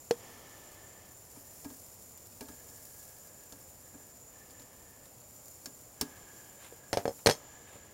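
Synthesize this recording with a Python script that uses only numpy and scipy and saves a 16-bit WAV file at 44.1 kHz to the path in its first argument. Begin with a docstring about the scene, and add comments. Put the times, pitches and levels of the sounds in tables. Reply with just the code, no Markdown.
"""Steel tongs hit a meat-damped sheet tray, then click and scuff on a charcoal grill's grate; the tray clatters again.
Tray, tongs, grate and grill hollow are struck banks of decaying sines, with noise bursts for cracks and scuffs.
Meat sizzles and spits: steady noise with random pops, and short noise bursts. A sleeve rustles in noise swells.
Behind lie a low garden rumble of coloured noise, insects trilling in narrow noise bands,
and a thin whistle of resonant noise that comes and goes with hiss around it."""
import sys
import numpy as np
from scipy import signal
from scipy.fft import rfft, irfft, next_fast_len
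from scipy.io import wavfile

SR = 44100
rng = np.random.default_rng(int(sys.argv[2]) if len(sys.argv) > 2 else 0)


def store_wav(level_fs):
    """Save 16-bit WAV to argv[1]."""
    pcm = np.round(np.clip(np.atleast_2d(level_fs), -1, 1) * 32767)
    wavfile.write(sys.argv[1], SR, pcm.T.astype(np.int16))


N = 349933  # samples

# Tongs on the tray: start_s [s], tray_db [dB before the spot weighting], spot_hz [pitch the spot favours, Hz],
# spread [octaves], crack_db [dB], ring_db [tong ring, dB], count [rebounds, rounded], gap_s [s between rebounds]
TRAY_BLOWS = [ (0.1096, -9, 461, 0.062, -26, -49.5, 0.5, 0), (6.724, -37, 447, 0.15, -53, -78, 0, 0),
              (6.93, -12.5, 810, 0.27, -23, -41, 2.5, .009),
              (6.972, -14.5, 730, 0.4, -26.5, -52, 5.5, .0101), (7.055, -20, 520, 1.1, -36, -56, 0, 0),
              (7.0787, -18, 600, 0.23, -38, -52, 2.5, .0147), (7.261, -13, 500, 0.36, -21, -28.5, 0.5, 0),
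              (7.27, -10.5, 480, 1.5, -12.5, -48.5, 1.5, .0194), (7.297, -20.5, 650, 1.3, -22, -35, 0, 0),
              (7.311, -27, 580, 0.9, -38, -33.5, 3, .0135), (7.756, -39, 278, 0.65, -57, -72, 0.5, 0)]
# Dull colour of the grill's shudder and the garden's scatter: pitch_hz [Hz], level_db [relative dB per Hz]
DULL_COLOUR = [(30, -17), (70, -9), (140, 3), (290, 12), (520, -2), (950, 3.5), (1700, -11), (2600, -37),
               (16000, -50)]
# Bright colour of frying fat: pitch_hz [Hz], level_db [relative dB per Hz]
FRYING_COLOUR = [(300, -3), (2000, -20), (3700, -16), (5200, -4), (6500, -3), (8800, -3), (12000, -1),
                 (14500, -1.5), (16000, -3)]


def from_db(db):
    """Decibels to gain."""
    return 10 ** (np.asarray(db) / 20)


def rms_one(x):
    """Scale to unit power."""
    return x / np.sqrt(np.mean(x ** 2) + 1e-20)


def in_time(rows):
    """Join (time, value) points by straight lines into a control curve at every sample."""
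    return np.interp(np.arange(N) / SR, *np.transpose(rows))


def drift(rate_hz):
    """Slow random wandering with rms 1: noise with its faster changes rolled off above the rate."""
    hz = np.arange(N // 2 + 1) * SR / N
    slowed = rfft(rng.standard_normal(N)) / (1 + (hz / rate_hz) ** 2)
    return rms_one(irfft(slowed, N))


def colour(x, spectrum):
    """Give a steady signal a spectrum, drawn over log frequency; rms 1."""
    size = next_fast_len(N)
    hz, db = np.transpose(spectrum)
    bins_hz = np.maximum(np.arange(size // 2 + 1) * SR / size, 1)
    gain = from_db(np.interp(np.log(bins_hz), np.log(hz), db))
    return rms_one(irfft(rfft(x, size) * gain, size)[:N])


def clicks(times, db):
    """One impulse for each contact."""
    out = np.zeros(N)
    np.add.at(out, np.round(times * SR).astype(int), from_db(db))
    return out


def ring(drive, hz, t60):
    """A two-pole resonator: a unit click sets a sine of height 1 ringing, down 60 dB after t60 seconds."""
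    radius = from_db(-60 / (t60 * SR))
    angle = 2 * np.pi * hz / SR
    # the tiny offset keeps the dying filter state from becoming vanishingly small
    return signal.lfilter([0, np.sin(angle)], [1, -2 * radius * np.cos(angle), radius ** 2], drive + 1e-18)


def fade(drive, t60):
    """An envelope that jumps at each click and dies away by 60 dB in t60 seconds."""
    return signal.lfilter([1], [1, -from_db(-60 / (t60 * SR))], drive + 1e-18)


def burst(drive, spectrum, t60, tail_db, tail_t60, rise_t60=0.0011):
    """A crowd of unresolved modes, as noise: a quick crack and a weaker, longer tail."""
    envelope = fade(drive, t60) + from_db(tail_db) * fade(drive, tail_t60)
    envelope = envelope - fade(drive, rise_t60)  # softens the onset
    return envelope * colour(rng.standard_normal(N), spectrum)


def steel(times, db, modes, longest_t60, contrast, vary_db=2.5):
    """Each touch strikes every mode with its own strength; long rings are cut to a longest decay."""
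    out = np.zeros(N)
    for k, (hz, mode_db, t60) in enumerate(modes):
        strength_db = db + contrast * mode_db + vary_db * rng.standard_normal(len(times))
        polarity = (-1) ** k
        out += polarity * ring(clicks(times, strength_db), hz, min(t60, longest_t60))
    return out


def garden():
    """Steady noise, heaviest in the bass, makes the low outdoor rumble."""
    # outdoor colour: pitch_hz [Hz], level_db [relative dB per Hz]
    outdoor_colour = [(20, -24), (45, -5), (75, 2), (105, 4), (150, -3.5), (250, -4.5), (380, -7),
                      (520, -2.5), (900, -9.5), (1400, -15), (1750, -17), (2200, -17), (3600, -23),
                      (6000, -23.5), (16000, -22.5)]
    return from_db(-58.98) * colour(rng.standard_normal(N), outdoor_colour)


def insects(level_db=-59.5, throb_db=1.4):
    """Many far wings rasp near one pitch and blur into a narrow, throbbing band."""
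    # voices of the chorus: pitch_hz [Hz], width_hz [each resonator's bandwidth, Hz], level_db [relative dB]
    trill_voices = [(6964, 270, -3), (7184, 150, -1), (7360, 530, -5.5)]
    chorus = 0
    for hz, width_hz, db in trill_voices:
        t60 = np.log(1000) / (np.pi * width_hz)  # a narrower band rings longer
        voice = ring(ring(rng.standard_normal(N), hz, t60), hz, t60)
        chorus = chorus + from_db(db) * rms_one(voice)
    return rms_one(chorus) * from_db(level_db + throb_db * drift(8))


def whistle(waver_db=1.8, width_hz=140):
    """Noise in one narrow resonance, with hiss around it; each spell swells, fades slowly and stops."""
    # spells: start_s [s], length_s [s before the release], pitch_hz [Hz],
    # tone_db and hiss_db [dB before the swell and fade]
    whistle_spells = [(0.1, 0.98, 1767, -63, -53.5), (1.19, 0.55, 1780, -73, -69),
                      (2.38, 1.2, 1688, -67.5, -66), (3.724, 0.41, 1710, -71.5, -71),
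                      (4.254, 0.77, 1756, -68, -63), (5.93, .95, 1667, -62.5, -58),
                      (7.262, 0.66, 1686, -64.5, -57.5)]
    # colour of the hiss: pitch_hz [Hz], level_db [relative dB per Hz]
    hiss_colour = [(100, -1.5), (350, 4), (600, 2.5), (850, 2.5), (1080, -2.5), (1270, 0.5), (1480, -12.5),
                   (2150, -3), (2650, -8.5), (3150, -4), (3800, -12.5), (5200, -8.5), (6150, -5),
                   (8000, -27), (16000, -36)]
    attack_s, release_s = 0.14, 0.098
    tone_fade, hiss_fade = 6, 9.5  # dB per second
    t = np.arange(N) / SR
    t60 = np.log(1000) / (np.pi * width_hz)
    noise, tone, hiss_gain = rng.standard_normal(N), 0, 0
    for start_s, length_s, hz, tone_db, hiss_db in whistle_spells:
        age = np.maximum(t - start_s, 0)
        gate = np.minimum(age / attack_s, 1) * np.clip(1 - (age - length_s) / release_s, 0, 1)
        resonance = rms_one(ring(ring(noise, hz, t60), hz, t60))
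        tone = tone + gate * from_db(tone_db - tone_fade * age) * resonance
        hiss_gain = hiss_gain + gate * from_db(hiss_db - hiss_fade * age)
    hiss = hiss_gain * colour(rng.standard_normal(N), hiss_colour)
    return tone * from_db(waver_db * drift(16)) + hiss


def sleeve(grain_db=2.5):
    """The cook's sleeve brushes past: cloth slides in short, grainy swells of noise."""
    # brushes: centre_s [s], half_s [bell-curve spread, s], level_db [dB at the peak, before the grain]
    sleeve_brushes = [(6.645, 0.032, -54.5), (7.197, 0.0067, -55.5), (7.723, 0.049, -58)]
    # colour of the cloth: pitch_hz [Hz], level_db [relative dB per Hz]
    cloth_colour = [(200, -6), (900, 2), (1500, -2), (2400, -1), (3700, -4), (5000, -12), (9000, -5),
                    (16000, -15)]
    t = np.arange(N) / SR
    swell = sum(from_db(db) * np.exp(-((t - centre_s) / half_s) ** 2 / 2)
                for centre_s, half_s, db in sleeve_brushes)
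    grain = from_db(grain_db * drift(120))
    return swell * grain * colour(rng.standard_normal(N), cloth_colour)


def sizzle(pops_per_s=900, size_db=4.5, pop_share_db=-6, flutter_db=0.97):
    """Countless tiny steam bursts make a hiss; larger ones stand out as crackle and spits."""
    # heat of the frying: time_s [s], heat_db [dB, the reference for both sizzle and small spits]
    frying_heat = [(0.0, -59.5), (1.04, -61.5), (1.61, -55.5), (2.14, -59.5), (2.98, -55.5), (3.22, -59),
                   (3.6, -58.5), (4.13, -61.5), (5.19, -62), (5.46, -58), (6.03, -61.5), (6.45, -60),
                   (6.89, -62.5), (7.2, -57), (7.44, -65), (7.93, -66.5)]
    # the loudest spits of fat: start_s [s], level_db [dB]
    loud_spits = [(2.175, -45), (2.853, -44), (3.029, -45), (5.482, -44)]
    sizzle_over_heat_db = 3.5
    small_spits_per_s, small_spit_over_heat_db = 1.2, 4
    sizes = from_db(size_db * np.minimum(rng.exponential(1, N), 4.5)) * rng.choice([-1, 1], N)
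    pops = sizes * (rng.random(N) < pops_per_s / SR)
    frying = colour(rng.standard_normal(N) + from_db(pop_share_db) * rms_one(pops), FRYING_COLOUR)
    heat_db = in_time(frying_heat)
    small = (rng.random(N) < small_spits_per_s / SR) * from_db(heat_db + small_spit_over_heat_db)
    spit_clicks = clicks(*np.transpose(loud_spits)) + small
    spits = burst(spit_clicks, FRYING_COLOUR, t60=0.0057, tail_db=-1.5, tail_t60=0.03)
    return frying * from_db(heat_db + sizzle_over_heat_db + flutter_db * drift(25)) + spits


def light_touches(click_db=-9, boom_db=-13):
    """Ten faint contacts scattered over the arranging of the meat, in the columns of the grate touches."""
    times = rng.uniform(1.3, 6.6, size=10)  # seconds
    scuff_db = -58.5 + 2 * rng.standard_normal(len(times))
    return np.column_stack([times, scuff_db + click_db, scuff_db, scuff_db + boom_db])


def grill(answer_s=0.0055):
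    """A touch on the grate clicks at once; the bowl and its open lid answer a moment later."""
    # tongs and meat on the grate: start_s [s], click_db [steel, dB], scuff_db [dB], boom_db [hollow, dB]
    grate_touches = [ (1.357, -68, -68, -52), (1.646, -56, -48, -43), (1.702, -66, -53, -51),
                     (2.408, -53, -41.5, -41.5), (2.485, -63, -49, -47), (2.688, -55, -58, -64),
                     (3.523, -54, -48.5, -53), (3.938, -75, -75, -50), (4.596, -72, -54.5, -56.5),
                     (5.055, -68, -55, -70), (5.658, -38.5, -40.5, -52.5), (6.0115, -26.5, -28.5, -36.5)]
    # steel tips against the grate: pitch_hz [Hz], level_db [dB before contrast], t60_s [s before the cap]
    grate_modes = [(4540, -7.5, 0.093), (5150, -7, 0.078), (5190, -7.5, 0.27), (5470, 0, 0.053),
                   (6660, -17, 0.076), (6320, -4, 0.03), (7100, -3, 0.033), (8650, -14, 0.17),
                   (10800, -36, 0.15), (11900, -34, 0.073), (12020, -36, 0.095), (12650, -11, 0.1),
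                   (13090, -31, 0.058), (13320, -38, 0.068), (14100, -25, 0.12), (14080, -38, 0.11),
                   (15470, -15, 0.076)]
    # the air and shell of the grill: pitch_hz [Hz], level_db [relative dB], t60_s [s before the cap]
    hollow_modes = [(79.4, -4, 0.067), (159, -12.5, 0.21), (202, -6.5, 0.082), (249, -3.5, 0.27),
                    (283, 0.5, 0.24), (305, 0.5, 0.055), (423, -8.5, 0.21), (567, -8.5, 0.023),
                    (630, -9.5, 0.12), (885, -11.5, 0.25), (950, -22, 0.13), (1250, -12, 0.08),
                    (1644, -13.5, 0.16), (2350, -13, 0.043)]
    # colour of the scuffs: pitch_hz [Hz], level_db [relative dB per Hz]
    scuff_colour = [(100, 2), (400, 10), (1200, 6), (2200, 4), (3700, 5.7), (5200, 9.8), (8000, 7.1),
                    (16000, 0.91)]
    times, click_db, scuff_db, boom_db = np.vstack([grate_touches, light_touches()]).T
    click = steel(times, click_db, grate_modes, longest_t60=0.041, contrast=0.77)
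    scuff = burst(clicks(times, scuff_db), scuff_colour, t60=0.026, tail_db=-8, tail_t60=0.11)
    boom = steel(times + answer_s, boom_db, hollow_modes, longest_t60=0.18, contrast=1.0)
    # the grate and coals shudder too
    shudder = burst(clicks(times, boom_db - 2.5), DULL_COLOUR,
                    t60=0.07, tail_db=-15, tail_t60=0.28, rise_t60=0.008)
    return click + scuff + boom + shudder


def bounces():
    """Every blow on the tray with its evenly spaced rebounds; the first loses most, later ones ever less."""
    tray_loss_db, crack_loss_db, ring_loss_db = -9.5, -14, -12.5  # at the first rebound; the crack goes fastest
    easing = 0.57
    rows = []
    for start_s, tray_db, spot_hz, spread, crack_db, ring_db, count, gap_s in TRAY_BLOWS:
        for k in range(round(count) + 1):
            loss = k ** easing
            rows.append((start_s + k * gap_s, tray_db + loss * tray_loss_db, spot_hz, spread,
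                         crack_db + loss * crack_loss_db, ring_db + loss * ring_loss_db))
    return rows


def flex(delay_s=0.0056, level_db=-23):
    """Blows that rebound also bend the hand-held tray, which swings back a moment later with a low thump."""
    # bending of the whole tray: pitch_hz [Hz], level_db [relative dB], t60_s [s]
    flex_modes = [(111.4, -1.5, 0.11), (185, -5.5, 0.068), (275, -3, 0.037)]
    rebounding = [(start_s, tray_db) for start_s, tray_db, *_, count, gap_s in TRAY_BLOWS if round(count)]
    times, tray_db = np.transpose(rebounding)
    return sum(ring(clicks(times + delay_s, tray_db + level_db + mode_db), hz, t60)
               for hz, mode_db, t60 in flex_modes)


def tray(contact_hz=2600, radiation_hz=130, arm_mismatch=0.019):
    """The spot that is struck favours some of the sheet's modes; the tong arms ring on above them."""
    # the loaded sheet: pitch_hz [Hz], level_db [dB before spot weighting and band-pass], t60_s [s]
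    sheet_modes = [(122, -13, 0.084), (151, -10.5, 0.077), (217, -18.5, 0.13), (285, -14, 0.058),
                   (473, -5.5, 0.069), (530, -36, 0.092), (559, -4.5, 0.046), (710, -35, 0.028),
                   (715, -6.5, 0.036), (818, -25, 0.1), (1254, -15, 0.041), (1603, -9, 0.023),
                   (1775, -24, 0.11), (1860, -26, 0.099), (1990, -39, 0.059), (2290, -18, 0.077)]
    # tong arms: pitch_hz [Hz], level_db [relative dB], t60_s [s before the cap]
    tong_modes = [(3040, -12, 0.053), (3300, -7, 0.16), (3800, -16, 0.24), (4200, -8, 0.055),
                  (4350, -2, 0.032), (4340, 8.5, 0.03), (4950, -12.5, 0.09), (5360, -10, 0.12),
                  (5240, 1, 0.084), (5900, -5, 0.045), (5460, -12, 0.11), (6000, -17, 0.16),
                  (6400, -2, 0.16), (7170, -6.5, 0.057), (8230, -12, 0.077), (8550, -7.5, 0.12),
                  (8830, -13, 0.15), (9890, -11, 0.25), (11350, -16, 0.17), (11470, -19, 0.22),
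                  (12700, -20, .18)]
    # colour of the impact crack: pitch_hz [Hz], level_db [relative dB per Hz]
    crack_colour = [(100, -30), (350, 8), (600, 14), (900, 9.5), (1200, -1), (1700, 7), (3000, 1),
                    (4400, 0.5), (5600, 3.5), (7500, -6), (11000, -7.5), (16000, -16)]
    times, tray_db, spot_hz, spread, crack_db, ring_db = np.transpose(bounces())
    sheet = np.zeros(N)
    for hz, mode_db, t60 in sheet_modes:
        off_spot = np.log2(hz / spot_hz) / spread
        spot_loss_db = 10 * np.log10(1 + off_spot ** 4)
        sheet += ring(clicks(times, tray_db + mode_db - spot_loss_db), hz, t60)
    # contact takes time, and an open sheet radiates little bass
    band = signal.butter(2, [radiation_hz, contact_hz], "band", fs=SR, output="sos")
    sheet = signal.sosfilt(band, sheet)
    crack = burst(clicks(times, crack_db), crack_colour, t60=0.022, tail_db=-22.0, tail_t60=0.15)
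    # the two arms are nearly alike, so their modes come in close pairs
    other_arm = np.array(tong_modes) * [1 + arm_mismatch, 1, 1]
    arms = steel(times, ring_db, tong_modes, longest_t60=0.12, contrast=1.0)
    arms += steel(times, ring_db - 7.5, other_arm, longest_t60=0.096, contrast=1.0)
    # the loose hinge buzzes and roughens their ring
    buzz = from_db(2.1 * drift(320))
    # paving and furniture scatter a faint, dull tail
    scatter = burst(clicks(times, tray_db - 34.5), DULL_COLOUR,
                    t60=0.16, tail_db=-24, tail_t60=0.44, rise_t60=0.012)
    return sheet + flex() + crack + buzz * arms + scatter


def scene():
    """Tongs and sizzle close by in the open air, the garden behind; one channel."""
    background = garden() + insects() + whistle()
    return (background + sleeve() + sizzle() + grill() + tray())[None]


def record(dry):
    """A steep elliptic low-pass cuts the top above 15.8 kHz."""
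    low_pass = signal.ellip(12, 0.1, 80, 15800, fs=SR, output="sos")
    return signal.sosfilt(low_pass, dry)


dry = scene()
out = record(dry)
store_wav(out)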